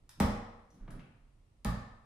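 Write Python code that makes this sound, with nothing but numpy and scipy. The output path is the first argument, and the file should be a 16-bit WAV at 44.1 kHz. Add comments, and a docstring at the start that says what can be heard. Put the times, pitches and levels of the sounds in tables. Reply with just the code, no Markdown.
"""A tall living room, wooden floor: someone walks away on one shoe and one strap-on crutch.
Each of two crutch thumps sends a bending wave through the boards (treble first), rattles the frame
and sets the floor booming. Around the thumps, weight shifts, the crutch's fittings click and the
shoe lands softly. The room rings after the contacts, over the hush of the house."""
import sys
import numpy as np
from scipy import signal
from scipy.fft import rfft, irfft
from scipy.io import wavfile

SR = 44100
rng = np.random.default_rng(int(sys.argv[2]) if len(sys.argv) > 2 else 0)


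def log_audio(samples):
    """Write samples as a 16-bit WAV file to the path given in sys.argv[1]."""
    # one column per channel
    frames = np.atleast_2d(samples).T
    # limit to full scale, then quantise
    limited = np.clip(frames, -1, 1)
    pcm = np.round(limited * 32767).astype(np.int16)
    wavfile.write(sys.argv[1], SR, pcm)


N = 90404
FFT_SIZE, GRIT_SIZE = 2 ** 18, 2 ** 14
T = np.arange(N) / SR
HZ = np.maximum(np.arange(FFT_SIZE // 2 + 1) * SR / FFT_SIZE, 1)

# still air of the house: (frequency [Hz], gain [dB])
HUSH_COLOUR = [(13, -45.5), (22, 6), (120, -4.5), (175, -14.5), (582, -23.5), (978, -27.5), (1320, -28.5),
               (1560, -39), (1780, -31.5), (6980, -41), (9430, -39), (11700, -49.5), (15000, -55.5)]
# weight shifts: (time [s], flex level [dB], thud level [dB], swell [s])
WEIGHT_SHIFTS = [(0.016, -65.5, -74.5, 0.0052), (0.172, -68, -53.5, 0.021), (0.713, -74, -59.5, 0.034),
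                 (0.807, -47.5, -57.5, 0.022), (.878, -65.5, -50, 0.0074), (.922, -48, -50, 0.011),
                 (1.08, -71, -79, .03), (1.2, -64, -78, 0.022), (1.334, -64, -75, .015),
                 (1.91, -58.5, -80, 0.015)]
# board thud: (frequency [Hz], gain [dB])
THUD_COLOUR = [(25, -12), (55, 0.5), (85, -6), (118, 1), (150, -0.5), (210, 1.5), (260, -0.5), (320, -7),
               (430, -16), (900, -26), (3000, -54)]
# fittings: (time [s], level [dB], decay [s], ring frequency [Hz], ring height [dB])
FITTING_CLICKS = [(0.0925, -60, 0.0028, 6030, 5), (0.704, -76, 0.0079, 6040, 17),
                  (0.743, -79, .012, 6200, 5), (0.906, -65.5, 0.0058, 10150, 7.5)]
# click: (frequency [Hz], gain [dB])
FITTING_COLOUR = [(300, -23), (900, 2), (1700, 1), (2200, -7.5), (4000, 0), (7500, 1), (10000, 4.5),
                  (13500, -3.5), (16000, -10)]
# crutch landings, near then far:
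# (time [s], wave level [dB], travel time at 1 kHz [s], rattle level [dB], rattle decay [s])
CRUTCH_THUMPS = [(0.1997, -31, .0034, -43.5, 0.0035), (1.6459, -37.5, .0066, -49, 0.0021)]
# boards at the landing spots: (frequency [Hz], near gain [dB], far gain [dB])
BOARD_COLOUR = [(24.5, -14, -14), (61, -13.5, -10), (126, -10.5, -1), (201.4, 5, 4), (330, -6.5, -14),
                (500, -8.5, -12), (875, -8.5, -12), (1240, -6.5, -14.5), (1539, -16.5, -23),
                (1890, -11.5, -23), (2637, -27, -28.5), (5765, -38.5, -42), (15000, -56, -43)]
# hollow board resonances: (frequency [Hz], width [Hz], near height [dB], far height [dB])
BOARD_RESONANCES = [(583, 110, 4.5, 3.5), (816.6, 110, 6, 3.5), (1213, 270, 1, 10.5), (1766, 260, -4, 10.5),
                    (2280, 320, -0.5, 2.5)]
# frame rattle: (frequency [Hz], gain [dB])
RATTLE_COLOUR = [(700, -32), (1500, -3), (3000, -5.5), (5000, -2), (7000, -4.5), (10000, 0), (11500, -11.5),
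                 (14000, -1), (16000, -17)]
# floor modes: (frequency [Hz], near level [dB], far level [dB], t60 [s])
BOOM_MODES = [(31, -33, -45, 0.79), (53.63, -30, -25, 0.42), (72.5, -19.5, -53.5, .24),
              (93.8, -33.5, -41, 0.75), (116.9, -33.5, -32, 0.53), (173.4, -31, -29.5, .36),
              (205.1, -23, -33.5, 0.41), (212.7, -33, -33.5, 0.43), (226.3, -33, -42.5, 0.72),
              (253, -35.5, -40, 0.52), (298, -42, -62, 0.55), (475.3, -41, -55.5, 0.92),
              (550, -35.5, -65, 0.21), (833, -36, -43, .25), (936, -39.5, -81, .3), (1170, -47, -47, 0.44),
              (1776, -66, -52, 0.78)]
# sole contacts: (time [s], level [dB], decay [s], pitch [Hz])
SOLE_SLAPS = [(.79, -68, 0.12, 1220), (.877, -59.5, .003, 1270), (.9, -61, 0.03, 1270),
              (.992, -65, 0.0089, 2450)]
# sole: (frequency / pitch [ratio], gain [dB])
SOLE_COLOUR = [(.15, 0.5), (.3, 5.5), (.45, 2), (.7, 2), (1.1, 5.5), (1.7, -7.5), (3, -16.5), (10, -57)]
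# reverberation: (frequency [Hz], gain [dB], t60 [s], left-right likeness [0..1])
ROOM_BANDS = [(40.6, -2.5, 0.54, .97), (120, 3.5, 0.6, .96), (254, 3, 0.73, .88), (500, 5, 0.82, 0.4),
              (1200, 5.5, 0.84, 0.067), (2550, 6.5, 0.76, 0.052), (4646, 2.5, 0.64, .1),
              (8000, -5.5, 0.55, .05), (13100, -5, 0.3, 0.038)]
# microphone balance: (frequency [Hz], left minus right [dB])
MIC_BALANCE = [(60, -3), (130, -2), (250, 0.3), (1000, 1.2), (2500, 1.5), (5000, 1.5), (9000, -3.3),
               (14000, 0)]


def from_db(db):
    """Decibels to gain."""
    return 10 ** (np.asarray(db) / 20)


def at_hz(table, hz, column=1):
    """Table column, interpolated over log frequency."""
    rows = np.array(table)
    return np.interp(np.log(hz), np.log(rows[:, 0]), rows[:, column])


def at_level(x, db):
    """Scale to this rms level, energy taken over 0.1 s."""
    energy = np.mean(np.sum(x ** 2, -1))
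    return x * from_db(db) * np.sqrt(SR / 10 / (energy + 1e-20))


def peak_db(hz, width_hz, height_db):
    """Gain curve of one resonance."""
    return height_db / (1 + (2 * (HZ - hz) / width_hz) ** 2)


def causal(colour_db):
    """Minimum-phase response of a gain curve, rolled off below 20 Hz."""
    cepstrum = irfft(np.log(from_db(colour_db) / np.sqrt(1 + (20 / HZ) ** 4)))
    cepstrum[1:FFT_SIZE // 2] *= 2
    cepstrum[FFT_SIZE // 2 + 1:] = 0
    return np.exp(rfft(cepstrum))


def filtered(x, response):
    """Apply a frequency response."""
    return irfft(rfft(x, FFT_SIZE) * response)[..., :N]


def delayed(x, delay_s):
    """Delay by a phase ramp."""
    return filtered(x, np.exp(-2j * np.pi * HZ * delay_s))


def grit(envelope, evenness=0.6):
    """Many tiny impacts under one envelope, chance resonances partly flattened; unit energy."""
    impacts = rng.standard_normal(N) * envelope
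    spectrum = rfft(impacts[:GRIT_SIZE], 2 * GRIT_SIZE)
    evened = irfft(spectrum / (np.abs(spectrum) + 1e-12) ** evenness)[:GRIT_SIZE]
    return evened / np.sqrt(np.sum(evened ** 2))


def burst(envelope, colour_db, db):
    """Rough contact: coloured grit."""
    return at_level(filtered(grit(envelope), causal(colour_db)), db)


def stereo_noise():
    """White noise, alike left and right in the bass, unrelated in the treble."""
    likeness = at_hz(ROOM_BANDS, HZ, column=3)
    mid, side = rng.standard_normal((2, N))
    mid = filtered(mid, np.sqrt((1 + likeness) / 2))
    side = filtered(side, np.sqrt((1 - likeness) / 2))
    return np.array([mid + side, mid - side])


def house_hush(level_db=-65):
    """Low rumble and faint hiss of the house."""
    air = filtered(stereo_noise(), causal(at_hz(HUSH_COLOUR, HZ)))
    return from_db(level_db) * air / air.std()


def weight_shifts(flex_hz=30.44, flex_t60_s=0.26):
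    """Soft loads flex the floor and thud on the boards; returns (flex, thuds)."""
    flex, thuds = 0, 0
    for time_s, flex_db, thud_db, swell_s in WEIGHT_SHIFTS:
        envelope = (1 - np.exp(-T / swell_s)) * from_db(-60 * T / flex_t60_s)
        sag = -envelope * np.sin(2 * np.pi * flex_hz * T)
        thud = burst(T * np.exp(-T / swell_s), at_hz(THUD_COLOUR, HZ), thud_db)
        flex += delayed(at_level(sag, flex_db), time_s)
        thuds += delayed(thud, time_s)
    return flex, thuds


def fitting_clicks(ring_width_hz=1000):
    """Fittings click brightly as the crutch swings and is unloaded."""
    clicks = 0
    for time_s, db, decay_s, ring_hz, ring_db in FITTING_CLICKS:
        colour_db = at_hz(FITTING_COLOUR, HZ) + peak_db(ring_hz, ring_width_hz, ring_db)
        clicks += delayed(burst(np.exp(-T / decay_s), colour_db, db), time_s)
    return clicks


def bending_waves():
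    """Boards carry treble faster than bass: each thump arrives as a quick downward sweep."""
    waves = 0
    for spot, (time_s, db, travel_s, _, _) in enumerate(CRUTCH_THUMPS):
        dispersion = np.exp(-4j * np.pi * travel_s * np.sqrt(1000 * HZ))
        colour_db = at_hz(BOARD_COLOUR, HZ, column=spot + 1)
        for hz, width_hz, *heights_db in BOARD_RESONANCES:
            colour_db += peak_db(hz, width_hz, heights_db[spot])
        sweep = irfft(causal(colour_db) * dispersion)[:N]
        waves += delayed(at_level(sweep, db), time_s)
    return waves


def joint_echoes(waves, gain=1.2, decay_s=0.0042, corner_hz=1200):
    """Board joints scatter short waves, roughening the knock; long waves pass."""
    echoes = rfft(grit(np.exp(-T / decay_s)), FFT_SIZE)
    highpass = HZ / (HZ + corner_hz)
    return gain * filtered(waves, echoes * highpass)


def frame_rattle(delay_s=0.001149):
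    """The crutch's joints snap tight as the tip lands."""
    rattle = 0
    for time_s, _, _, db, decay_s in CRUTCH_THUMPS:
        envelope = np.exp(-(T / decay_s) ** 2 / 2)
        rattle += delayed(burst(envelope, at_hz(RATTLE_COLOUR, HZ), db), time_s + delay_s)
    return rattle


def floor_boom(delay_s=0.00393):
    """Floor modes swell over about one cycle after each thump, then decay; levels depend on the spot."""
    boom = 0
    for spot, (time_s, *_) in enumerate(CRUTCH_THUMPS):
        age_s = np.maximum(T - time_s - delay_s, 0)
        for hz, *levels_db, t60_s in BOOM_MODES:
            swell = 1 - np.exp(-(age_s * hz) ** 2)
            decay = from_db(levels_db[spot] - 60 * age_s / t60_s)
            boom += swell * decay * np.sin(2 * np.pi * hz * age_s)
    return boom


def shoe_slaps(attack_s=0.003):
    """Heel, sole and toe brush down in turn."""
    slaps = 0
    for time_s, db, decay_s, pitch_hz in SOLE_SLAPS:
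        envelope = (1 - np.exp(-T / attack_s)) * np.exp(-T / decay_s)
        slaps += delayed(burst(envelope, at_hz(SOLE_COLOUR, HZ / pitch_hz), db), time_s)
    return slaps


def room(x, delay_s=0.0013, build_s=0.0025):
    """Diffuse reverberation in half-octave bands, each with its own t60."""
    edges_hz = 22 * 2 ** (np.arange(20) / 2)
    noises = stereo_noise(), stereo_noise()
    age_s = np.maximum(T - delay_s, 0)
    build = 1 - np.exp(-age_s / build_s)
    response = 0
    for k, (low_hz, high_hz) in enumerate(zip(edges_hz, edges_hz[1:])):
        centre_hz = np.sqrt(low_hz * high_hz)
        bandpass = signal.butter(2, [low_hz, high_hz], "band", fs=SR, output="sos")
        band = signal.sosfilt(bandpass, noises[k % 2])[:, ::-1]  # reversed: filter settled at onset
        tail = band * build * from_db(-60 * age_s / at_hz(ROOM_BANDS, centre_hz, column=2))
        band_share = 2 * (high_hz - low_hz) / SR
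        energy = np.mean(np.sum(tail ** 2, -1))
        response += tail * from_db(at_hz(ROOM_BANDS, centre_hz)) * np.sqrt(band_share / energy)
    return filtered(x, rfft(response, FFT_SIZE))


def scene(rattle_spread=0.37, crutch_send_db=3.5, left_lag_s=38e-6):
    """Contacts, direct and through the room, over the floor's boom and flex and the hush."""
    flex, thuds = weight_shifts()
    waves, rattle, clicks = bending_waves(), frame_rattle(), fitting_clicks()
    boards = waves + shoe_slaps() + thuds
    contacts = boards + joint_echoes(waves) + np.sqrt(1 - rattle_spread) * rattle + clicks
    centre = contacts / 2 + floor_boom() + flex
    direct = np.array([delayed(centre, left_lag_s), centre])
    wide_rattle = np.sqrt(rattle_spread) * np.array([frame_rattle(), frame_rattle()])
    reverb = room(boards) + room(from_db(crutch_send_db) * (rattle + clicks))
    return direct + (wide_rattle + reverb) / 2 + house_hush()


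def record(dry, stopband_hz=16200):
    """Two microphones of slightly unequal colour, then a steep low-pass."""
    half_db = at_hz(MIC_BALANCE, HZ) / 2
    coloured = filtered(dry, from_db([half_db, -half_db]))
    lowpass = signal.cheby2(16, 70, stopband_hz, fs=SR, output="sos")
    return signal.sosfilt(lowpass, coloured)


dry = scene()
out = record(dry)
log_audio(out)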